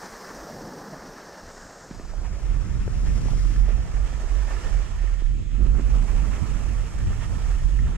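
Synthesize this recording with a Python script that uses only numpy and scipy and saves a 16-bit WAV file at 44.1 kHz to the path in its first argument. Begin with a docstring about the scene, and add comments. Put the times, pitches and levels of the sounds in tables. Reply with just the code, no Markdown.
"""Skis scrape and spray over chopped snow from the first moment, heard from a camera on a skier.
At first its wind mode uses one microphone with the bass cut; only the top treble is stereo.
Then the sound fades mostly to a stereo pair, and wind rumble, buffeting and pops come through.
Skis and wind are shaped noise, with ringing tones for the housing and the singing skis.
Pops are thumps falling in pitch, knocks are short rings, and a passing skier is a bright hiss."""
import sys
import numpy as np
from scipy import signal
from scipy.fft import rfft, irfft, next_fast_len
from scipy.io import wavfile
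from scipy.ndimage import uniform_filter1d

SR = 44100
rng = np.random.default_rng(int(sys.argv[2]) if len(sys.argv) > 2 else 0)


def output_pcm(signal):
    """Save a mono or channel-first signal as 16-bit PCM at the path in sys.argv[1].

    Samples are clipped to [-1, 1] before scaling.
    """
    pcm = np.clip(np.atleast_2d(signal).T, -1, 1) * 32767
    wavfile.write(sys.argv[1], SR, np.round(pcm).astype(np.int16))


N = 351477  # length in samples

# In colour tables the level is per Hz and only its shape counts.
# Side is left minus right: above 0 is louder on the left.
# How much of the stereo pair replaces the single microphone: t/s, share/0-1
PAIR_SHARE = [(1.87, 0.0), (2.1, 0.26), (2.5, 0.91), (2.95, 0.8)]

# Scraping and spraying skis: t/s, scrape level/dB, scrape tilt/dB per octave, spray level/dB
SKI_CURVE = [(0.0, -44, 3.5, -50), (0.35, -41.5, 1.2, -50.5), (0.68, -39.5, -2, -52),
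             (0.88, -40.5, -1.5, -53.5), (1.0, -42.5, 0.5, -53.5), (1.17, -42.5, 0.5, -53.5),
             (1.35, -45, 1.5, -53), (1.69, -46, 1.5, -55), (2.1, -48, -1.5, -56),
             (2.45, -46.5, -2.5, -54.5), (2.88, -49.5, 0.3, -53.5), (3.15, -46, -0.5, -49.5),
             (3.56, -48.5, 2, -50), (3.66, -47.5, -1.4, -54), (4.2, -45, -2, -52), (4.7, -43, -1.9, -49),
             (4.88, -48, -1, -53.5), (5.15, -50, 0, -55), (5.35, -56.5, 3.5, -59), (5.48, -56.5, 6, -60),
             (5.62, -50.5, 0, -57), (5.97, -45, -2, -52), (6.41, -43.5, -1.5, -50.5),
             (6.95, -47.5, -0.5, -53), (7.45, -46, -0.5, -51), (7.8, -51, 0.5, -54.5), (7.97, -48, 0, -57)]
# Tilt of the spray's colour: t/s, tilt/dB per octave
SPRAY_TILT = [(0.0, 2), (1.75, -2), (2.05, -1), (2.3, 0), (2.7, 1), (4.7, 0.4), (5.0, 0), (5.5, -2),
              (6.0, 2.5), (7.97, 2.5)]
# Side of the skis at the pair: t/s, scrape side/dB, spray side/dB
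SKI_SIDE = [(2.1, -8, 3), (2.5, 2.5, 0), (3.15, 4, 0), (3.4, 0, 6), (3.75, -10.5, 1), (4.9, -11, 0),
            (5.3, -8.5, -3), (5.9, -12, -4.5), (6.3, -10.5, -1), (6.9, -7.5, -0.5), (7.3, -11, -1),
            (7.97, -8.5, -1)]
# Edges biting into hard lumps: t/s, level over the scrape/dB
CRUNCHES = [(0.05, 5), (0.3, 2.5), (0.94, 2), (2.26, 3), (3.08, 2), (3.28, 3), (3.7, 3.5), (4.1, 1.5),
            (4.52, 4.5), (4.68, 2), (4.81, 2), (5.07, 2.5), (5.95, 3.5), (6.15, 2), (6.33, 3), (6.8, 1),
            (7.22, 3), (7.5, 2), (7.88, 5)]
# Scrape colour at the single microphone: f/Hz, level/dB
SCRAPE_COLOUR_SINGLE = [(62, -50), (105, -31), (135, -1), (192, 2), (300, -4), (480, -1.5), (900, -6),
                        (1500, -9.5), (1750, -9), (2300, -23.5), (3300, -35.5), (4290, -63)]
# Scrape colour at the stereo pair: f/Hz, level/dB
SCRAPE_COLOUR_PAIR = [(210, -17), (350, -3), (550, -6), (880, -4.5), (1150, -4.5), (1300, -2), (1500, -7.5),
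                      (1680, -6.5), (1790, -7.5), (1920, -7), (2610, -8), (3200, -11.5), (4000, -20),
                      (5200, -53.5)]
# Spray colour at the single microphone: f/Hz, level/dB
SPRAY_COLOUR_SINGLE = [(1530, -45), (2600, -12), (3530, -11.5), (4300, -5.5), (5550, 0), (7680, -10.5),
                       (9080, -13.5), (10900, -25.5), (11500, -35), (15000, -52), (22000, -120)]
# Spray colour at the stereo pair: f/Hz, level/dB
SPRAY_COLOUR_PAIR = [(2500, -10), (3600, -5.5), (4200, -3), (5200, 0), (6500, 0), (7600, -1.5),
                     (8400, -5.5), (9300, -9.5), (11000, -16), (12500, -20), (14300, -23.5), (15500, -33)]
# How alike the pair's two channels are for ski sound: f/Hz, likeness/0-1
SKI_LIKENESS = [(480, .7), (900, .6), (1600, .72), (2900, .36), (4200, .28), (6000, .4), (8000, .36),
                (11000, .2)]
# Phase by which the pair's left channel leads for ski sound: f/Hz, lead/radians
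SKI_LEAD = [(520, -.3), (820, 1.3), (1900, .3), (3000, -1.3), (4200, -.9), (5500, -3.7), (7500, -4.9),
            (9300, -7.2)]
# Spray image shifting once, near 4 s: t/s, added lead/radians per kHz from 6 kHz, likeness factor
SPRAY_IMAGE = [(3.7, 1.5, 1.25), (4.1, 0, .4), (6.0, 0, .8)]
# Side of the spray by pitch: f/Hz, side/dB
SPRAY_SIDE = [(3700, 0), (4600, 2.5), (5700, 2), (6700, -0.5), (9500, 1.5)]
# Skis singing at an upper mode while they carve: t/s, level against the scrape/dB
SINGING = [(2.5, -22), (3.8, -18), (4.35, -12.5), (4.6, -10.5), (4.8, -9.5), (5.12, -8.5), (5.35, -23),
           (6.2, -23), (7.0, -13.5), (7.97, -13)]
# Stereo top treble of the wind mode: f/Hz, level/dB
TOP_COLOUR = [(6710, -50), (11400, -8), (11900, 1), (12400, 4.5), (14800, -3), (15500, -1.5)]

# Wind left by the bass cut: f/Hz, level/dB
CALMED_COLOUR = [(15, -18), (25, -2), (50, -5), (80, -12), (115, -9), (160, -50), (500, -92)]

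# Hard lumps knocking the skis: t/s, peak level/dB, centre of the blow f/Hz, side/dB
KNOCKS = [(0.49, -39, 600, 0), (0.933, -32, 600, -2), (2.255, -38, 1500, -2), (2.877, -42, 1500, -6),
          (3.4525, -38, 1250, -10), (3.56, -37, 1600, -8), (3.966, -37, 1800, -12), (4.51, -42, 2000, -10),
          (4.564, -37, 1800, -10), (4.665, -40, 1300, -10), (5.075, -39, 1800, -11), (5.26, -45, 1800, -9),
          (5.751, -39, 1300, -15), (5.945, -40, 1400, -9), (6.487, -40, 1300, -6), (7.13, -39, 1300, -8),
          (7.505, -40, 1400, -8), (7.789, -36, 1800, -4), (7.869, -35.5, 1400, -6), (7.882, -41, 900, -8)]
# Ringing modes of the skis: f/Hz, level/dB, time to fall by 60 dB/s
SKI_MODES = [(600, -6, 0.059), (940, -4, 0.028), (1314, 1.5, 0.027), (1792, -1.5, 0.043), (2205, -3, 0.035),
             (2800, -6.5, 0.018)]
# Single wind pops at the microphone ports: t/s, level/dB, final pitch f/Hz, length/s, side/dB
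POPS = [(1.909, -28.5, 120, 0.018, -0.5), (1.997, -30.5, 150, .011, -1), (2.137, -36, 500, 0.0064, -8),
        (2.8775, -25, 222, 0.0073, -8), (3.256, -32, 150, 0.015, 13), (3.285, -32.5, 600, 0.0049, -8),
        (3.295, -36, 700, .005, -6), (3.334, -36, 496, 0.006, -15), (3.681, -36, 450, .005, -12),
        (3.687, -34, 300, 0.0093, -8), (3.705, -32, 300, 0.0092, -11), (5.04, -37, 252.4, 0.011, -10),
        (5.22, -36.5, 200, 0.014, -14), (5.785, -30.5, 150, 0.018, -14), (5.795, -28, 160, 0.018, -10),
        (5.92, -37, 140.5, 0.014, -2), (7.933, -40, 250, 0.013, -6)]

# Brighter spray while another skier slides by: t/s, level/dB
PASSING_LEVEL = [(1.35, -76), (1.52, -56), (1.8, -58), (2.2, -65)]
# Colour of that spray: f/Hz, level/dB
PASSING_COLOUR = [(5500, -28), (6500, -1), (7500, -4), (8400, -9), (9200, -30), (12000, -70)]

# Wind ringing the housing: t/s, level/dB
BOOM_LEVEL = [(1.87, -51), (2.04, -37.5), (2.3, -27.5), (2.5, -21.5), (2.8, -27.5), (3.1, -22),
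              (3.4, -21.5), (3.6, -16.5), (3.78, -18.5), (4.25, -23), (4.55, -27), (4.75, -24),
              (5.05, -20.5), (5.3, -23.5), (5.52, -27), (5.65, -19), (6.15, -18.5), (6.4, -27), (6.7, -26),
              (6.95, -30.5), (7.1, -24.5), (7.35, -29.5), (7.55, -19.5), (7.8, -21), (7.97, -26)]
# Colour of the noise around the ring: f/Hz, level/dB
RUMBLE_COLOUR = [(14, -15), (24, 0), (34, -1), (45, 0), (58, -3), (74, -15), (100, -32), (400, -90)]
# Brief dips of the wind between gusts: t/s, drop/dB
LULLS = [(2.4, 11), (2.66, 12), (2.87, 11), (3.27, 7), (3.43, 3.5), (3.86, 14), (3.98, 7), (4.1, 11),
         (4.48, 3.5), (4.62, 6), (4.9, 7), (5.43, 13), (5.79, 2), (6.07, 11.5), (6.45, 8), (6.91, 14),
         (7.25, 7), (7.59, 8), (7.71, 7), (7.92, 5)]
# Buffeting at the ports: t/s, level/dB, side/dB, tilt/dB per octave
BUFFET_CURVE = [(1.87, -62, -1, 0), (1.95, -46, -1, -1), (2.62, -31.5, -11, .5), (2.85, -27.5, 2.5, 0),
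                (3.2, -25.5, 0, 1), (3.65, -31, -4.5, 2.1), (4.1, -35, 7.5, -1.5), (4.3, -40.5, 5, -2.5),
                (4.85, -34, -1, -1), (5.15, -39, -6, -1), (5.3, -34.5, 6, 0), (5.52, -31, -10, 1.5),
                (5.8, -32.5, -11.5, 6), (5.92, -29, -1, 2), (6.1, -32.5, -6, 4), (6.25, -30, -6, 1.5),
                (6.6, -30.5, -11, 0.5), (6.88, -33.5, -1, -.5), (7.08, -23, 0.5, -2), (7.25, -28, -8.5, -3),
                (7.5, -30.5, 5, -1.5), (7.97, -27, 3.5, -1)]
# Colour of the buffeting before tilting: f/Hz, level/dB
BUFFET_COLOUR = [(40, -0.5), (75, 6), (120, 2), (170, -5.5), (260, -13), (400, -22.5), (800, -39.5),
                 (3000, -99)]

CRUNCH_S, SPRAY_SHARE = 0.023, 0.41  # half-width of a bite (s), part of its dB that reaches the spray
SING_HZ, SING_WIDTH_HZ = 1800, 49
SING_WANDER, SING_LUMPS_DB = 0.011, 2.5  # drift as a share of pitch, unevenness (dB rms)
TOP_DB, TOP_FALLS_S, TOP_FALL_DB_PER_S = -59, .47, 7.3  # starting level, start and speed of its fall
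CALMED_DB, CALMED_LUMPS_DB = -55.5, 5
BLOW_OCTAVES = 0.43  # how far around its centre a blow reaches
BOOM_HZ, BOOM_LUMPS_DB = 43.1, 1.5
BOOM_WANDER, BOOM_WOBBLE = 0.0708, 0.089  # slower and faster drift, as a share of pitch
LULL_S = 0.036  # half-width of a lull
EDGE_HZ = 15650  # top of the band


def gain_of(db):
    """Turns decibels into a factor."""
    return 10 ** (np.asarray(db) / 20)


def evened(x):
    """Scales to rms 1."""
    return x / np.sqrt(np.mean(x ** 2) + 1e-20)


def read(points, hz):
    """Reads a table along a log-frequency axis."""
    f, value = np.transpose(points)
    return np.interp(np.log(hz + 1), np.log(f + 1), value)


def columns(rows, t):
    """Reads each column of a curve at the times t."""
    s, *values = np.transpose(rows)
    return [np.interp(t, s, v) for v in values]


def pair_share(t):
    """Share of the stereo pair at the times t."""
    return columns(PAIR_SHARE, t)[0]


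def drift(t, rate):
    """Slow chance of rms 1: a sum of sines up to the given rate a second."""
    f = np.geomspace(rate / 10, rate, 30)[:, None]
    return evened(np.sin(2 * np.pi * (f * t + rng.random(f.shape))).sum(0))


def slow(t, rate):
    """Slow chance, drawn coarsely and read at the times t."""
    coarse = t[::64]
    return np.interp(t, coarse, drift(coarse, rate))


def bumps(t, rows, width):
    """Short swells in dB, one for each row."""
    return sum(db * np.exp(-((t - s) / width) ** 2) for s, db in rows)


def grid(size):
    """Frequencies (a column) and times of short-time spectra."""
    return np.fft.rfftfreq(size, 1 / SR)[:, None], (np.arange(4 * N // size + 4)) * size / 4 / SR


def noise(db, same, lead=0, side_db=0):
    """Two-channel noise of rms 1 from a dB field over frequency and time, with even power over time."""
    size = 2 * len(db) - 2
    a, b, c, d = rng.standard_normal((db.shape[1], len(db), 4)).T
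    shape, same = gain_of(db), np.clip(same, 0, 1)
    common, other = a + 1j * b, c + 1j * d
    left = common * np.exp(1j * lead)
    right = same * common + np.sqrt(1 - same ** 2) * other
    z = np.array([left * gain_of(side_db / 2), right * gain_of(-side_db / 2)])
    z *= shape / np.linalg.norm(shape, axis=0)
    sound = signal.istft(z, nperseg=size, noverlap=3 * size // 4)[1]
    return evened(sound[:, :N])


def steady(colour, same, lead=0):
    """Two-channel noise of one fixed colour, rms 1."""
    size = next_fast_len(N)
    a, b = rfft(rng.standard_normal((2, size)))
    z = np.array([a * np.exp(1j * lead), same * a + np.sqrt(1 - same ** 2) * b])
    shape = gain_of(read(colour, np.fft.rfftfreq(size, 1 / SR)))
    return evened(irfft(z * shape, size)[:, :N])


def panned(x, db, side_db):
    """Applies a level and a left-right lean."""
    return x * gain_of(db + np.array([[.5], [-.5]]) * side_db)


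def ski_colour(single, pair, tilt, pivot_hz, patchy_db):
    """Fades between the two microphone colours, tilts them and adds drifting patches."""
    hz, frames = grid(size=1024)
    share = pair_share(frames)
    single_power, pair_power = (gain_of(read(c, hz)) ** 2 for c in (single, pair))
    blend = (1 - share) * single_power / single_power.sum() + share * pair_power / pair_power.sum()
    patches = rng.standard_normal((len(frames), len(hz))).T
    patches = uniform_filter1d(patches, 12, 0)  # smooth over frequency
    patches = evened(uniform_filter1d(patches, 8, 1))  # smooth over time
    tilt_db = np.clip(tilt, -4, 4) * np.log2((hz + 50) / pivot_hz)
    return 10 * np.log10(blend) + tilt_db + patchy_db * patches


def ski_image():
    """How alike the channels are and how far left leads, as the single microphone gives way."""
    hz, frames = grid(size=1024)
    share = pair_share(frames)
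    same = 1 - share * (1 - read(SKI_LIKENESS, hz))
    opened = np.minimum(1.25 * share, 1)  # the phase image opens sooner than the mix
    return same, opened, opened * read(SKI_LEAD, hz)


def scrape_noise():
    """Edges scraping over snow, as patchy noise of changing tilt."""
    _, frames = grid(size=1024)
    same, _, lead = ski_image()
    tilt = columns(SKI_CURVE, frames)[1]
    colour = ski_colour(SCRAPE_COLOUR_SINGLE, SCRAPE_COLOUR_PAIR, tilt, 1000, patchy_db=1.5)
    side_db = pair_share(frames) * 1.3 * np.cos(2 * lead)  # a lean that varies with the phase lead
    return noise(colour, same, lead, side_db)


def spray_noise():
    """Thrown snow hissing, as bright noise whose stereo image shifts once, near 4 s."""
    hz, frames = grid(size=1024)
    share = pair_share(frames)
    same, opened, lead = ski_image()
    added_lead, likeness = columns(SPRAY_IMAGE, frames)
    tilt = columns(SPRAY_TILT, frames)[0]
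    colour = ski_colour(SPRAY_COLOUR_SINGLE, SPRAY_COLOUR_PAIR, tilt, 6500, patchy_db=.7)
    same = same * (1 + share * (likeness - 1))
    lead = lead + opened * added_lead * (hz / 1000 - 6)
    return noise(colour, same, lead, share * read(SPRAY_SIDE, hz))


def singing(t, scrape):
    """The scrape excites one ski mode: a narrow resonator whose pitch wanders."""
    turn = np.exp(2j * np.pi * np.cumsum(SING_HZ * (1 + SING_WANDER * slow(t, 8))) / SR)
    # Shift the mode down to 0 Hz, let it ring there, then shift it back.
    ring = signal.lfilter([1], [1, -np.exp(-np.pi * SING_WIDTH_HZ / SR)], scrape / turn)
    sung = evened((turn * ring).real)
    return sung * gain_of(columns(SINGING, t)[0] + SING_LUMPS_DB * slow(t, 15)) * pair_share(t)


def top_treble(t):
    """The wind mode's stereo top treble: steady hiss that sinks and leaves with the single microphone."""
    top_db = TOP_DB - TOP_FALL_DB_PER_S * np.maximum(t - TOP_FALLS_S, 0)
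    return panned(steady(TOP_COLOUR, same=.1), 0, -2.0) * gain_of(top_db) * (1 - pair_share(t))


def skis(t):
    """Edges scrape the lumps and throw spray; each lump shakes both at once."""
    share = pair_share(t)
    scrape_db, _, spray_db = columns(SKI_CURVE, t)
    scrape_side_db, spray_side_db = columns(SKI_SIDE, t) * share
    bite_db = bumps(t, CRUNCHES, CRUNCH_S)
    _, frames = grid(size=1024)
    lumps = np.interp(t, frames, drift(frames, 70))
    apart_db = 0.33 * share  # makes up for unlike channels losing power in the middle
    scrape = scrape_noise()
    scrape = scrape + singing(t, scrape)
    scrape = panned(scrape, scrape_db + bite_db + apart_db + 1.15 * lumps, scrape_side_db)
    spray_db = spray_db + SPRAY_SHARE * bite_db + apart_db + 0.67 * lumps
    return scrape + panned(spray_noise(), spray_db, spray_side_db) + top_treble(t)


def calmed_wind(t):
    """Wind left by the bass cut: uneven low noise, the same on both sides."""
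    level = gain_of(CALMED_DB + CALMED_LUMPS_DB * slow(t, 10))
    return steady(CALMED_COLOUR, same=1) * level * (1 - pair_share(t))


def knock(centre_hz):
    """A blow rings the ski modes that lie near its centre; each mode dies away."""
    hz, db, t60 = np.transpose(SKI_MODES)[:, :, None]
    u = np.arange(SR // 20) / SR
    reach = np.exp(-(np.log2(hz / centre_hz) / BLOW_OCTAVES) ** 2)
    hz = hz * rng.uniform(0.94, 1.04, hz.shape)
    rings = reach * gain_of(db - 60 * u / t60) * np.sin(2 * np.pi * (hz * u + rng.random(hz.shape)))
    sound = rings.sum(0) * np.minimum(u / 0.0012, 1)  # 1.2 ms rise
    return sound / abs(sound).max()


def pop(hz, length=.012, fall_hz=350, fall_s=0.0029, grit=0.17):
    """A dull thump whose pitch drops quickly towards hz; crunchy at first."""
    u = np.arange(0, 1, 1 / (length * SR))  # 0 to 1 over the pop
    cycles = hz * length * u + fall_hz * fall_s * (1 - np.exp(-length * u / fall_s))
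    crunch = evened(np.convolve(rng.standard_normal(SR // 20), np.hanning(24), "same"))
    shape = np.sin(np.pi * u ** 0.4) ** 2
    return (np.sin(2 * np.pi * cycles) + grit * crunch[:len(u)] * (1 - u)) * shape


def patter(t):
    """A random patter of small pops and knocks that follows the scrape's level."""
    share = pair_share(t)
    scrape_db, side_db = columns(SKI_CURVE, t)[0], columns(SKI_SIDE, t)[0]
    hits = rng.random(N) < 90 / SR  # about 90 a second
    size = gain_of(2.6 * np.minimum(rng.exponential(1, N), 3)) * hits
    kind = rng.integers(0, 8, N)
    small = [pop(hz, length=0.0086) for hz in (120, 200, 333, 517)]
    small += [0.68 * knock(hz) for hz in (900, 1300, 1900, 2600)]
    size = size * np.where(kind < 6, 1, share)  # the single microphone misses the two brightest knocks
    mixed = sum(signal.oaconvolve(size * (kind == k), sound)[:N] for k, sound in enumerate(small))
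    return panned(evened(mixed), scrape_db - 11.0, side_db * share)


def pops_and_knocks():
    """The listed wind pops and ski knocks, each set at its time and side."""
    out = np.zeros((2, N + SR))
    sounds = [(s, db, side_db, knock(hz)) for s, db, hz, side_db in KNOCKS]
    sounds += [(s, db, side_db, pop(hz, length)) for s, db, hz, length, side_db in POPS]
    for s, db, side_db, sound in sounds:
        start = round(s * SR)
        out[:, start:start + len(sound)] += panned(sound, db, side_db)
    return out[:, :N]


def passing(t):
    """Another skier's spray: a short bright hiss, the same on both sides."""
    return steady(PASSING_COLOUR, same=1) * gain_of(columns(PASSING_LEVEL, t)[0])


def housing_boom(t):
    """Gusts ring the housing, mostly on the right: a wandering low tone in rumbling noise."""
    boom_hz = BOOM_HZ * (1 + BOOM_WANDER * slow(t, 3) + BOOM_WOBBLE * slow(t, 20))
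    left_right_phase = np.array([[-.8], [0]])  # radians
    ring = np.sqrt(2) * np.sin(2 * np.pi * np.cumsum(boom_hz) / SR + left_right_phase)
    boom = evened(ring + .62 * steady(RUMBLE_COLOUR, same=.65, lead=-.8))
    boom = evened(boom * gain_of(BOOM_LUMPS_DB * slow(t, 9)))
    return panned(boom, columns(BOOM_LEVEL, t)[0] - bumps(t, LULLS, LULL_S), -11.0)


def buffeting(t):
    """Smaller eddies buffet each port: nearly separate noises with their own unsteady levels."""
    buffet_db, side_db, _ = columns(BUFFET_CURVE, t)
    hz, frames = grid(size=4096)
    tilt = columns(BUFFET_CURVE, frames)[2]
    colour = read(BUFFET_COLOUR, hz) + tilt * np.log2(np.clip(hz, 60, 260) / 130)
    eddies_db = np.array([2.6 * slow(t, 20) for _ in range(2)])
    lull_db = 0.19 * bumps(t, LULLS, LULL_S)
    return panned(noise(colour, same=0.12), buffet_db + eddies_db - lull_db, side_db)


def open_wind(t):
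    """Boom and buffeting, coming in over 50 ms as the pair begins to fade in."""
    onset = np.clip((t - PAIR_SHARE[0][0]) / .05, 0, 1)
    return (housing_boom(t) + buffeting(t)) * onset


def scene():
    """Skis, wind, knocks and pops in the open air."""
    t = np.arange(N) / SR
    return skis(t) + calmed_wind(t) + patter(t) + pops_and_knocks() + passing(t) + open_wind(t)


def record(dry):
    """A soft limit rounds the largest swings, the last 8 ms fade out; then the top is cut off."""
    fade = np.minimum(np.arange(N)[::-1] / (.008 * SR), 1)
    limited = .5 * np.tanh(dry / .5) * fade
    edge = signal.firwin(1023, EDGE_HZ, window=("kaiser", 11), fs=SR)
    padded = np.pad(limited, ((0, 0), (511, 511)), "reflect", reflect_type="odd")
    return signal.oaconvolve(padded, edge[None], "valid")


dry = scene()
out = record(dry)
output_pcm(out)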